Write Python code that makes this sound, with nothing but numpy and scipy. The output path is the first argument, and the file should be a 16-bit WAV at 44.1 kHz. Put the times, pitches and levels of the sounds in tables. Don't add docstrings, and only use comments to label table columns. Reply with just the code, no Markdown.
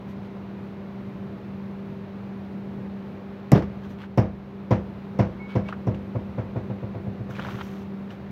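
import sys
import numpy as np
from scipy import signal
from scipy.fft import rfft, irfft
from scipy.io import wavfile

SR = 44100
rng = np.random.default_rng(int(sys.argv[2]) if len(sys.argv) > 2 else 0)


def materialize(psi):
    bounded = np.clip(np.atleast_2d(psi).T, -1, 1)
    quanta = np.round(bounded * 32767).astype(np.int16)
    wavfile.write(sys.argv[1], SR, quanta)


N = 366471
TIME = np.arange(N) / SR
RING = np.arange(int(0.7 * SR)) / SR

# f/Hz, level/dB per Hz
AIR_SPECTRUM = [(100, -18.5), (300, -1), (480, 1.5), (630, -2.5), (1000, -6), (1700, -13.5), (2400, -16.5),
                (3200, -23), (4000, -25), (5000, -33), (6300, -38.5), (9000, -57.5), (12500, -44.5),
                (15500, -48.5)]
RUMBLE_SPECTRUM = [(20, -53.5), (35, -31), (55, -7.5), (90, 5), (140, 7), (185, 2.5), (230, 5), (275, -5),
                   (330, 0), (420, -12.5), (550, -53)]
# multiple of the fundamental, level/dB
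HUM_HARMONICS = [(1, -38.5), (2, -50), (3, -62)]
HUM_HZ = 196.35
AIR_DB, RUMBLE_DB, BACKGROUND_DB = -46.5, -41.5, 0.4
DIP_S, DIP_DB, DIP_FALL_S, DIP_RECOVER_S = 4.074, -4, 0.22, 1

# start t/s, length t/s, scrape level/dB, hiss level/dB
BLADE_RUBS = [(0.072, 0.076, -58, -69), (.225, 0.064, -57, -76), (3.832, .045, -55, -73),
              (3.883, 0.076, -54, -68), (3.979, .1, -49, -74), (5.48, 0.1, -45.5, -78),
              (5.642, 0.09, -51, -75), (7.299, 0.03, -54, -64), (8.092, 0.076, -53.5, -71)]
# t/s, scrape level/dB, hiss level/dB
BLADE_RUN_IN = [(7.27, -63, -80), (7.304, -51, -74), (7.404, -40, -71.5), (7.57, -45.5, -67),
                (7.616, -39.5, -73), (7.63, -49, -66), (7.88, -56.5, -78)]
# f/Hz, level/dB per Hz
SCRAPE_SPECTRUM = [(300, -17), (800, 7), (1350, 12.5), (2100, 4.5), (3200, 4.5), (4300, -4.5), (6200, -19),
                   (8000, -26), (16000, -29)]
HISS_SPECTRUM = [(2000, -15), (6000, 10), (9000, -9), (12500, 2.5), (15500, -2.5)]
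RUN_SCRAPE_DB, RUN_HISS_DB = -3, 6
RUN_EDGE_S = 0.05
RUB_SKEW = 0.68
GRAINS_PER_S = 2600

# start t/s, length t/s, mean pitch f/Hz, level/dB
SQUEAK_TONES = [(5.387, 0.1, 2206, -48), (5.481, 0.076, 2240, -49), (5.64, 0.069, 2255, -52.5)]
SQUEAK_EDGE_S = 0.022

# t/s, level/dB, ring f/Hz
CASE_CLICKS = [(3.844, -49, 2620), (4.038, -42, 1500), (5.6862, -36, 2680), (5.690, -32, 1070),
               (5.7258, -27, 1300), (5.945, -43.5, 2780), (7.309, -40.5, 1480), (7.3525, -38.5, 2430),
               (7.386, -37, 1700), (7.394, -28, 1420), (7.4489, -32, 1380), (7.4863, -32, 1210),
               (7.5427, -35.5, 1180), (7.5881, -33.5, 1330), (7.6108, -29, 1400), (8.1047, -43, 2910)]
CLICK_EDGE_DB = -74

# t/s, level/dB
FITTING_KNOCKS = [(3.525, -21), (3.5489, -17), (3.557, -20.5), (3.574, -21.5), (3.592, -28), (3.622, -27)]
# f/Hz, level/dB per Hz
KNOCK_SPECTRUM = [(60, -12), (170, 21), (250, 11), (350, 12), (520, 8.5), (720, 1), (1500, -9), (3000, -19),
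                  (4200, -25), (5800, -29.5), (9000, -51), (12000, -43), (16000, -53)]

# f/Hz, level/dB, 60 dB decay t/s
FRAME_MODES = [(149, -10, 0.11), (181, -11.5, 0.2), (323.6, -13, 0.1)]

# f/Hz, level/dB per Hz
SHELL_SPECTRUM = [(40, -20.5), (150, -10.5), (400, 7), (750, 6), (1000, 1), (1400, -3), (2200, -7),
                  (3200, -19), (4200, -25.5), (6000, -30.5), (9000, -53.5), (16000, -68)]
# f/Hz, 60 dB decay t/s
SHELL_DECAY = [(100, 0.97), (500, 0.36), (1500, 0.26), (3000, 0.26), (6000, 0.28), (12000, .19)]

# t/s, strength level/dB, contact hardness/dB per octave
HAMMER_BLOWS = [(3.5179, 2.5, -1.2), (4.1749, -0.5, 0.5), (4.7078, -2.5, 1.5), (5.1895, -3, 1.5),
                (5.5528, -5.5, 0.5), (5.8691, -5.5, -2), (6.149, -10.5, -1.5), (6.3791, -11.5, 0.2),
                (6.5571, -12, -0.3), (6.698, -15, -1), (6.826, -16.5, -1.5), (6.944, -17.5, 0),
                (7.064, -16, -4), (7.192, -16.5, -8.5), (7.289, -19, -3), (7.383, -23, 2), (7.460, -24, 4),
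                (7.531, -19.5, -11)]
# f/Hz, level/dB, 60 dB decay t/s
WALL_MODES = [(54.5, -37, 0.81), (74.6, -26.5, 0.63), (102.2, -12, 0.25), (121, -5, 0.12), (147, -10, 0.04),
              (167.8, -22, 0.41), (200.4, -16.5, 0.35), (234, -21.5, 0.24), (248.3, -16.5, 0.11),
              (303.5, -24, 0.27), (345, -26, 0.37), (371.2, -28, 0.22), (398, -28, 0.2), (414, -16, 0.049),
              (475, -45.5, 0.72), (496, -22, 0.27), (530, -27, 0.3), (536, -37, 0.38), (565, -21, 0.1),
              (621, -29.5, 0.3), (640, -32, 0.27), (677.4, -24.5, 0.17), (717, -26, 0.066),
              (792, -34.5, 0.21), (856, -24.5, 0.041), (959, -29, 0.13), (1014, -27.5, 0.055),
              (1087, -40, 0.27), (1200, -44.5, 0.16), (1387, -48.5, 0.27), (2010, -50.5, .22)]
# f/Hz, level/dB per Hz
TICK_SPECTRUM = [(300, -22.5), (2000, 20), (4000, -52), (5600, 10), (7500, 3.5), (9500, -9), (12000, 3.5),
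                 (16000, -15)]
SIZZLE_SPECTRUM = [(1000, -10.5), (3000, -2.5), (4300, -10), (5500, 2), (6400, -12), (7500, -18),
                   (9300, -29), (12500, -18), (16000, -27)]
STRETCH, STRETCH_POWER = 0.0577, 4.66
TICK_DB, TICK_POWER = -50, 9.4
SIZZLE_DB, SIZZLE_FROM_DB = -37.5, -8.5

EDGE_HZ = 15900


def amp(db):
    return 10 ** (np.asarray(db) / 20)


def unit(x):
    return x / np.sqrt(np.mean(x ** 2) + 1e-20)


def read(points, hz):
    f, value = np.transpose(points)
    return np.interp(np.log(hz + 1), np.log(f + 1), value)


def add(mix, s, sound):
    part = mix[round(s * SR):][:len(sound)]
    part += sound[:len(part)]


def colour(x, points):
    gain = amp(read(points, np.fft.rfftfreq(len(x), 1 / SR)))
    return unit(irfft(rfft(x) * gain, len(x)))


def noise(points, size):
    return colour(rng.standard_normal(size), points)


def drift(hz):
    lowpass = 1 + (np.fft.rfftfreq(N, 1 / SR) / hz) ** 4
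    return unit(irfft(rfft(rng.standard_normal(N)) / lowpass, N))


def fade(t60):
    return amp(-60 * RING / np.maximum(t60, 1e-4))


def swell(rise_s):
    return 1 - np.exp(-(RING / rise_s) ** 2)


def gate(start, end, edge_s):
    return np.clip(np.minimum(TIME - start, end - TIME) / edge_s, 0, 1)


def outdoors():
    turns = np.cumsum(HUM_HZ * (1 + 0.0027 * drift(11.0))) / SR
    hum = np.zeros(N)
    for multiple, db in HUM_HARMONICS:
        tone = np.sqrt(2) * np.sin(2 * np.pi * round(multiple) * turns)
        hum += amp(db + 1.27 * drift(2.9)) * tone
    rumble = amp(RUMBLE_DB + 1.0 * drift(5.5)) * noise(RUMBLE_SPECTRUM, N)
    air = amp(AIR_DB + 0.19 * drift(7.5)) * noise(AIR_SPECTRUM, N)
    dip = np.interp(TIME, [DIP_S - DIP_FALL_S, DIP_S, DIP_S + DIP_RECOVER_S], [0, 1, 0])
    return amp(BACKGROUND_DB + DIP_DB * dip) * (hum + rumble + air)


def tape():
    s, run_scrape_db, run_hiss_db = np.transpose(BLADE_RUN_IN)
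    running = gate(s[0], s[-1], RUN_EDGE_S)
    scrape_level = running * amp(RUN_SCRAPE_DB + np.interp(TIME, s, run_scrape_db))
    hiss_level = running * amp(RUN_HISS_DB + np.interp(TIME, s, run_hiss_db))
    for start, length, scrape_db, hiss_db in BLADE_RUBS:
        stroke = np.sin(np.pi * np.minimum(RING / length, 1) ** RUB_SKEW)
        add(scrape_level, start, amp(scrape_db) * stroke)
        add(hiss_level, start, amp(hiss_db) * stroke)
    catches = rng.random(N) < GRAINS_PER_S / SR
    grains = catches * rng.standard_normal(N) * amp(2 * np.minimum(rng.exponential(1, N), 4))
    scrape = colour(grains * amp(1.7 * drift(90)), SCRAPE_SPECTRUM)
    hiss = amp(1.2 * drift(60)) * noise(HISS_SPECTRUM, N)
    return scrape_level * scrape + hiss_level * hiss


def squeak():
    out = np.zeros(N)
    clock = np.cumsum(1 + 0.0032 * drift(70)) / SR
    for s, length, hz, db in SQUEAK_TONES:
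        tone = np.sqrt(2) * np.sin(2 * np.pi * hz * clock)
        out += amp(db) * gate(s, s + length, SQUEAK_EDGE_S) * tone
    return out * amp(1.5 * drift(50))


def clicks():
    out = np.zeros(N)
    for s, db, hz in CASE_CLICKS:
        high = np.sin(2 * np.pi * hz * RING) * fade(0.0078)
        low = np.sin(2 * np.pi * 0.59 * hz * RING) * fade(0.028)
        ring = high - amp(-13.5) * low
        around_ring = [(hz / 4, -24), (hz * 0.65, -4), (hz, 0), (hz * 1.6, -9), (hz * 3.5, -30), (hz * 8, -60)]
        scatter = noise(around_ring, len(RING)) * fade(0.077)
        edge = amp(CLICK_EDGE_DB) * noise(TICK_SPECTRUM, len(RING)) * fade(0.06)
        click = amp(db) * (amp(13.0) * ring + amp(-7.5) * scatter) + edge
        add(out, s, click * swell(0.00082))
    return out


def fittings():
    out = np.zeros(N)
    for s, db in FITTING_KNOCKS:
        knock = noise(KNOCK_SPECTRUM, len(RING)) * fade(0.14) * swell(0.00081)
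        add(out, s, amp(db + 2.5) * knock)
    return out


def frame():
    out = np.zeros(N)
    ring = np.zeros(len(RING))
    for k, (hz, db, t60) in enumerate(FRAME_MODES):
        ring += (-1) ** k * amp(db) * fade(t60) * np.sin(2 * np.pi * hz * RING)
    add(out, 3.5225, ring * swell(0.0014))
    return out


def slap(delay_s):
    burst = noise(SHELL_SPECTRUM, len(RING)) * fade(0.025) * swell(0.00053)
    return np.interp(RING - delay_s, RING, burst, left=0)


def shell(rise_s):
    hz, t, bands = signal.stft(noise(SHELL_SPECTRUM, len(RING)), SR, nperseg=256)
    bands = bands * amp(-60 * t / read(SHELL_DECAY, hz)[:, None])
    bands = bands * amp(1.8 * rng.standard_normal(len(t)))
    ringing = signal.istft(bands, SR, nperseg=256)[1][:len(RING)]
    return ringing * (1 - np.exp(-RING / rise_s))


def contact(x, hardness_db, corner_hz):
    size = 65536
    hz = abs(np.fft.fftfreq(size, 1 / SR))
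    log_gain = np.log(amp(hardness_db * np.log2(np.hypot(1, hz / corner_hz))))
    minimum_phase = np.exp(np.conj(signal.hilbert(log_gain)))
    return np.fft.ifft(np.fft.fft(x, size) * minimum_phase).real[:len(x)]


def hammer():
    modes = [((-1) ** k * amp(db) * fade(t60), hz) for k, (hz, db, t60) in enumerate(WALL_MODES)]
    out = np.zeros(N)
    for s, strength_db, hardness_db in HAMMER_BLOWS:
        force = amp(strength_db)
        stretch = STRETCH * force ** STRETCH_POWER
        tick = amp(TICK_DB) * force ** TICK_POWER
        sizzle = amp(SIZZLE_DB) * max(force - amp(SIZZLE_FROM_DB), 0)
        clock = RING + stretch * 0.0217 * (1 - np.exp(-RING / 0.022))
        panel = sum(level * np.sin(2 * np.pi * hz * clock) for level, hz in modes)
        body = panel + amp(-26.5) * shell(rise_s=0.0051) + amp(-21.5) * slap(delay_s=0.007)
        add(out, s, force * contact(body, hardness_db, corner_hz=298))
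        add(out, s, tick * amp(4.5) * noise(TICK_SPECTRUM, len(RING)) * fade(0.014))
        add(out, s + 0.0029, tick * amp(-2.0) * noise(SIZZLE_SPECTRUM, len(RING)) * fade(0.0071))
        add(out, s, sizzle * noise(SIZZLE_SPECTRUM, len(RING)) * fade(0.14))
    return out


def scene():
    background = outdoors()
    close_by = tape() + squeak() + clicks()
    wall = fittings() + frame() + hammer()
    return (background + close_by + wall)[None]


def record(dry):
    rounded = 1.6 * np.tanh(dry / 1.6)
    lowpass = signal.firwin(301, EDGE_HZ, window=("kaiser", 8), fs=SR)
    return signal.oaconvolve(rounded, lowpass[None], "same")


dry = scene()
out = record(dry)
materialize(out)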